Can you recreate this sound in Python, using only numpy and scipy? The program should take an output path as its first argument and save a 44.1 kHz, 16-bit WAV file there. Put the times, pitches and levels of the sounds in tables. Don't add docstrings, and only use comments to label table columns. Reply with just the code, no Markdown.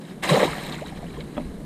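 import sys
import numpy as np
from scipy import signal
from scipy.fft import rfft, irfft
from scipy.io import wavfile
from scipy.ndimage import uniform_filter1d

SR = 44100
rng = np.random.default_rng(int(sys.argv[2]) if len(sys.argv) > 2 else 0)


def transcribe(signal):
    frames = np.atleast_2d(signal).T
    limited = np.clip(frames, -1, 1)
    pcm = np.round(limited * 32767).astype(np.int16)
    wavfile.write(sys.argv[1], SR, pcm)


N = 72765
T = np.arange(N) / SR


def gain_of(db):
    return 10 ** (np.asarray(db) / 20)


def evened(x):
    return x / np.sqrt(np.mean(x ** 2) + 1e-20)


def level(curve):
    time_s, level_db = np.transpose(curve)
    return gain_of(np.interp(T, time_s, level_db, left=-120, right=-120))


def coloured(x, tone):
    freq_hz, relative_db = np.transpose(tone)
    octave = np.log2(np.fft.rfftfreq(N, 1 / SR) + 1)
    below = np.maximum(np.log2(freq_hz[0]) - octave, 0)
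    above = np.maximum(octave - np.log2(freq_hz[-1]), 0)
    filter_db = np.interp(octave, np.log2(freq_hz), relative_db) - 28 * (below + above)
    return evened(irfft(rfft(x) * gain_of(filter_db), N))


def scatter(per_s, spread_db):
    size = gain_of(spread_db * np.minimum(rng.exponential(1, N), 4.2))
    sign = rng.choice([-1., 1.], N)
    return size * sign * (rng.random(N) < per_s / SR)


def add(mix, start_s, sound):
    part = mix[round(start_s * SR):][:len(sound)]
    part += sound[:len(part)]


def ping(pitch_hz, peak_db, rise_s, t60_s, climb_oct_per_s=0.):
    t = np.arange(0, rise_s + t60_s, 1 / SR)
    swell = np.sin(np.pi / 2 * np.minimum(t / rise_s, 1)) ** 2
    decay = gain_of(peak_db - 60 * np.maximum(t - rise_s, 0) / t60_s)
    phase = 2 * np.pi * np.cumsum(pitch_hz * 2 ** (climb_oct_per_s * t)) / SR
    return swell * decay * np.sin(phase)


def crowd(low_hz, high_hz, per_s, spread_db, cycles_per_20db, climb_oct_per_20db):
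    clicks = scatter(per_s, spread_db)
    pitch_index = rng.integers(0, 32, N)
    out = np.zeros(N)
    for k, hz in enumerate(np.geomspace(low_hz, high_hz, 32)):
        decay_20db_s = cycles_per_20db / hz
        grain = ping(hz, 0, 1.06 / hz, 3 * decay_20db_s, climb_oct_per_20db / decay_20db_s)
        out += signal.oaconvolve(clicks * (pitch_index == k), hz * grain)[:N]
    return evened(out)


# freq [Hz], relative density [dB per Hz]
RUMBLE_TONE = [(15, 5), (30, 1), (46, 6.5), (70, 4.5), (95, -2), (115, -8), (135, -38)]
# time [s], level [dB]
RUMBLE_LEVEL = [(0, -78), (.13, -56), (.17, -53), (.3, -52), (.45, -47), (.75, -46), (1.2, -39.5),
                (1.33, -57), (1.39, -40), (1.5, -37.5), (1.65, -42)]


def rumble():
    return coloured(rng.standard_normal(N), RUMBLE_TONE) * level(RUMBLE_LEVEL)


# freq [Hz], relative density [dB per Hz]
WIND_TONE = [(95, -59), (112, -75), (124, -10.5), (150, -1), (200, -4.5), (260, -8.5), (400, -12.5),
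             (600, -20.5), (800, -25.5), (1200, -31.5), (1700, -33.5), (2600, -44.5), (3900, -40),
             (5500, -48), (9000, -43), (11500, -47), (13500, -54), (15600, -61)]
# time [s], level [dB]
WIND_LEVEL = [(0.0, -37.5), (0.142, -37.5), (0.464, -38), (0.798, -36.5), (0.932, -38), (1.046, -36.5),
              (1.65, -36)]
GUST_RMS_DB, GUST_CORNER_HZ = 1, 76


def wind():
    lowpass = signal.butter(2, GUST_CORNER_HZ, fs=SR)
    gusts = evened(signal.lfilter(*lowpass, rng.standard_normal(N)))
    lumpy = rng.standard_normal(N) * gain_of(GUST_RMS_DB * gusts)
    return coloured(lumpy, WIND_TONE) * level(WIND_LEVEL)


# start [s], level [dB], tilt (hardness) [dB per octave], contact decay [s]
KNOCKS = [(1.3677, -32, 4.5, 0.0039), (1.3776, -20, 1.4, 0.003), (1.399, -27, -6, .006)]
# pitch [Hz], relative level [dB], t60 [s]
HULL_MODES = [(254, 0.5, 0.11), (589, 2, 0.051), (718, -8.5, 0.063), (952, -9.5, 0.053), (1265, -11, 0.03),
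              (1950, -22, 0.028), (2570, -19, 0.022), (3320, -23.5, 0.039)]
KNOCK_RISE_S, KNOCK_ROUGH_PER_KHZ = 0.0011, .35


def rope_knock():
    out = np.zeros(N)
    for start_s, knock_db, tilt_db, contact_s in KNOCKS:
        fade = np.exp(-np.arange(1000) / SR / contact_s)
        drag = rng.standard_normal(1000) * fade / np.sqrt(contact_s * SR / 2)
        for pitch_hz, mode_db, t60_s in HULL_MODES:
            ring_db = mode_db + knock_db + tilt_db * np.log2(pitch_hz / 500)
            ring = ping(pitch_hz, ring_db, KNOCK_RISE_S, t60_s)
            add(out, start_s, ring)
            add(out, start_s, KNOCK_ROUGH_PER_KHZ * pitch_hz / 1000 * np.convolve(drag, ring))
    return out


# start [s], pitch [Hz], peak [dB], t60 [s]
TICKS = [(0.233, 1850, -50, 0.027), (.2926, 3900, -16.5, 0.042), (.301, 1950, -14.5, 0.013),
         (0.344, 2060, -27, 0.019), (0.531, 1260, -23, 0.02), (.562, 13500, -44, .004),
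         (.637, 12800, -37, .006), (.665, 13500, -38, .005), (0.6645, 3840, -31.5, .012),
         (0.7233, 3640, -27, 0.026), (.781, 7200, -37, .005), (0.8624, 3830, -32, 0.016),
         (0.884, 3070, -37, 0.0082), (.901, 8900, -38, 0.0023), (.96, 8700, -41, 0.004),
         (.5532, 1830, -25.5, 0.017), (.619, 8950, -40, .005), (.7427, 1880, -36, 0.019),
         (.7527, 6660, -40, 0.0058), (.7851, 1450, -36, 0.032), (.8585, 1480, -37, 0.022),
         (.8739, 6500, -43, 0.0042), (.9732, 1800, -41, .02), (1.042, 1600, -41, 0.021),
         (1.067, 2930, -42.5, 0.028), (1.083, 1890, -43.5, 0.044), (1.105, 2290, -39.5, 0.017),
         (1.1443, 1780, -39.5, 0.03), (1.1676, 3260, -43.5, 0.016), (1.207, 3100, -34.5, 0.019),
         (1.214, 3670, -38.5, 0.013), (.7238, 4080, -27.5, 0.01), (.8995, 2170, -40, .015),
         (.2955, 1064, -17.5, 0.06), (.533, 2100, -24, 0.01), (.698, 7000, -39, 0.0077),
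         (.687, 8500, -41, .004), (.724, 12800, -45, .004), (.797, 8050, -41, .005),
         (.874, 11400, -45, .004), (.583, 8400, -41, .008), (.74, 7000, -47, .005), (.513, 8700, -49, .005),
         (1.207, 4350, -45, 0.0089), (.8835, 3800, -35, .012), (1.206, 3940, -32.5, 0.012),
         (1.208, 2180, -37.5, 0.037)]


def drop_ticks():
    out = np.zeros(N)
    for start_s, pitch_hz, peak_db, t60_s in TICKS:
        add(out, start_s, ping(pitch_hz, peak_db, 0.00044, t60_s, 1 / (8 * t60_s)))
    return out


# start [s], start pitch [Hz], peak [dB], rise [s], t60 [s], climb [octaves per s]
BUBBLES = [(0.307, 185, -11, 0.017, 0.092, -11), (0.373, 207, -17.5, 0.012, 0.047, -4),
           (.398, 602, -17, 0.0077, 0.031, -9), (.413, 590, -13, 0.0049, 0.024, -7),
           (.394, 1123, -23.5, 0.002, 0.053, 4), (.578, 715, -28.5, 0.0049, 0.036, -1),
           (.311, 522, -16, 0.0086, 0.055, 7), (.337, 448, -12, 0.0076, 0.061, 13.5),
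           (.366, 502, -11.5, .005, 0.057, 20), (.426, 551, -8, 0.0062, 0.028, 6.5),
           (.452, 306, -12.5, 0.0033, 0.015, -34), (.466, 204, -25.5, 0.0027, 0.14, -20.5),
           (.474, 970, -21.5, 0.0059, 0.039, 4), (.818, 531, -27, 0.0043, .1, 25),
           (.921, 790, -33.5, 0.0036, 0.042, -1.5), (1.029, 677, -31, 0.002, 0.059, 4),
           (1.168, 980, -36.5, 0.0063, 0.028, 9), (1.176, 387.5, -32.5, 0.014, 0.11, 18),
           (.362, 726, -26, 0.0046, 0.046, 3), (.44, 718, -19, 0.0029, 0.044, 11)]


def bubble_plops():
    out = np.zeros(N)
    for start_s, pitch_hz, peak_db, rise_s, t60_s, climb_oct_per_s in BUBBLES:
        add(out, start_s, ping(pitch_hz, peak_db, rise_s, t60_s, climb_oct_per_s))
    return out


# freq [Hz], relative density [dB per Hz]
CHURN_TONE = [(120, -31), (200, 6.5), (231, -4), (329, -5.5), (579, -1.5), (702, -6.5), (1160, -14),
              (1500, -24.5), (1950, -57), (3300, -120)]
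# time [s], level [dB]
CHURN_LEVEL = [(.22, -64), (.236, -32.5), (.282, -31), (.296, -32.5), (.316, -16.5), (.35, -19.5),
               (.385, -18.5), (.39, -25.5), (.42, -20), (.445, -20.5), (.47, -27), (.505, -38.5),
               (.62, -38.5), (.75, -41.5), (.85, -60), (1.0, -46), (1.2, -61), (1.4, -78)]
POCKETS_PER_S, POCKET_SPREAD_DB = 1100, 1.5
POCKET_CYCLES_PER_20DB, POCKET_CLIMB_OCT_PER_20DB = 4.6, 0.12


def churn():
    pockets = crowd(228.5, 1473, POCKETS_PER_S, POCKET_SPREAD_DB,
                    POCKET_CYCLES_PER_20DB, POCKET_CLIMB_OCT_PER_20DB)
    return coloured(pockets, CHURN_TONE) * level(CHURN_LEVEL)


PATCH_RMS_DB, PATCH_S, PATCH_HZ = 1.8, .02, 900


def patchy(x):
    spectrum = signal.stft(x, nperseg=256, noverlap=192)[2]
    field = uniform_filter1d(rng.standard_normal(spectrum.shape), round(PATCH_S * SR / 64), 1)
    field = evened(uniform_filter1d(field, round(PATCH_HZ * 256 / SR), 0))
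    return signal.istft(spectrum * gain_of(PATCH_RMS_DB * field), nperseg=256, noverlap=192)[1][:N]


# freq [Hz], relative density [dB per Hz]
SPRAY_TONE = [(410, -82), (700, -6), (737, -0.5), (807, -6.5), (1130, -5), (1470, -15), (1610, -6.5),
              (1950, -6.5), (2110, -6), (2280, -7), (2460, -12.5), (3150, -11), (3500, -14.5), (3980, -7.5),
              (4590, -21.5), (5160, -19), (5800, -27), (6690, -22), (8790, -19.5), (10000, -29),
              (12500, -29), (14800, -34.5), (15600, -50)]
# time [s], level [dB]
SPRAY_LEVEL = [(.215, -72), (.226, -36), (.236, -25.5), (.266, -30), (.289, -27.5), (.297, -22),
               (.334, -25.5), (.39, -27), (.442, -27), (.486, -34), (.622, -37.5), (.674, -37),
               (.71, -40.5), (.735, -37), (.77, -43.5), (.814, -43.5), (.846, -49.5), (.87, -42),
               (.948, -50), (.976, -43), (.992, -51.5), (1.1, -50.5), (1.2, -49.5), (1.21, -48),
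               (1.232, -54), (1.344, -52), (1.38, -48.5), (1.4, -50.5), (1.65, -62)]
# time [s], level [dB]
RUSTLE_LEVEL = [(0.0, -71), (0.014, -47), (0.028, -53), (0.114, -47.5), (0.154, -60), (0.21, -54)]
DROPS_PER_S, DROP_SPREAD_DB = 3000, 2.8
DROP_CYCLES_PER_20DB, DROP_CLIMB_OCT_PER_20DB = 5.6, 0.085
SHEET_SHARE = 0.57


def spray_and_rustle():
    drops = crowd(671, 14860, DROPS_PER_S, DROP_SPREAD_DB,
                  DROP_CYCLES_PER_20DB, DROP_CLIMB_OCT_PER_20DB)
    sheet = rng.standard_normal(N)
    water = patchy(SHEET_SHARE * sheet + (1 - SHEET_SHARE) * drops)
    return coloured(water, SPRAY_TONE) * (level(SPRAY_LEVEL) + level(RUSTLE_LEVEL))


# start [s], initial level [dB rms], t60 [s]
SLAPS = [(0.2355, -21.5, 0.049), (0.2915, -23.5, 0.05), (0.3015, -24, 0.02)]
CRACKS_PER_S, CRACK_SPREAD_DB = 11000, 3.5


def hoop_slaps():
    envelope = np.zeros(N)
    for start_s, level_db, t60_s in SLAPS:
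        envelope += level([(start_s, level_db), (start_s + t60_s, level_db - 60)])
    return coloured(scatter(CRACKS_PER_S, CRACK_SPREAD_DB), SPRAY_TONE) * envelope


def scene():
    water = spray_and_rustle() + hoop_slaps() + churn()
    details = bubble_plops() + drop_ticks() + rope_knock()
    mono = water + details + wind() + rumble()
    return np.array([mono, mono])


TREBLE_HZ, RIGHT_LEAN, BALANCE_WAVER = 11730, 0.27, 0.72
EDGE_HZ = 15550


def record(dry):
    top = signal.oaconvolve(dry[0], signal.firwin(101, TREBLE_HZ, pass_zero=False, fs=SR), "same")
    waver = evened(signal.lfilter(*signal.butter(2, 300, fs=SR), rng.standard_normal(N)))
    side = (BALANCE_WAVER * waver - RIGHT_LEAN) * top
    stereo = dry + np.array([side, -side])
    band_limit = signal.firwin(1023, EDGE_HZ, window=("kaiser", 9), fs=SR)
    return signal.oaconvolve(stereo, band_limit[None], "same")


dry = scene()
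out = record(dry)
transcribe(out)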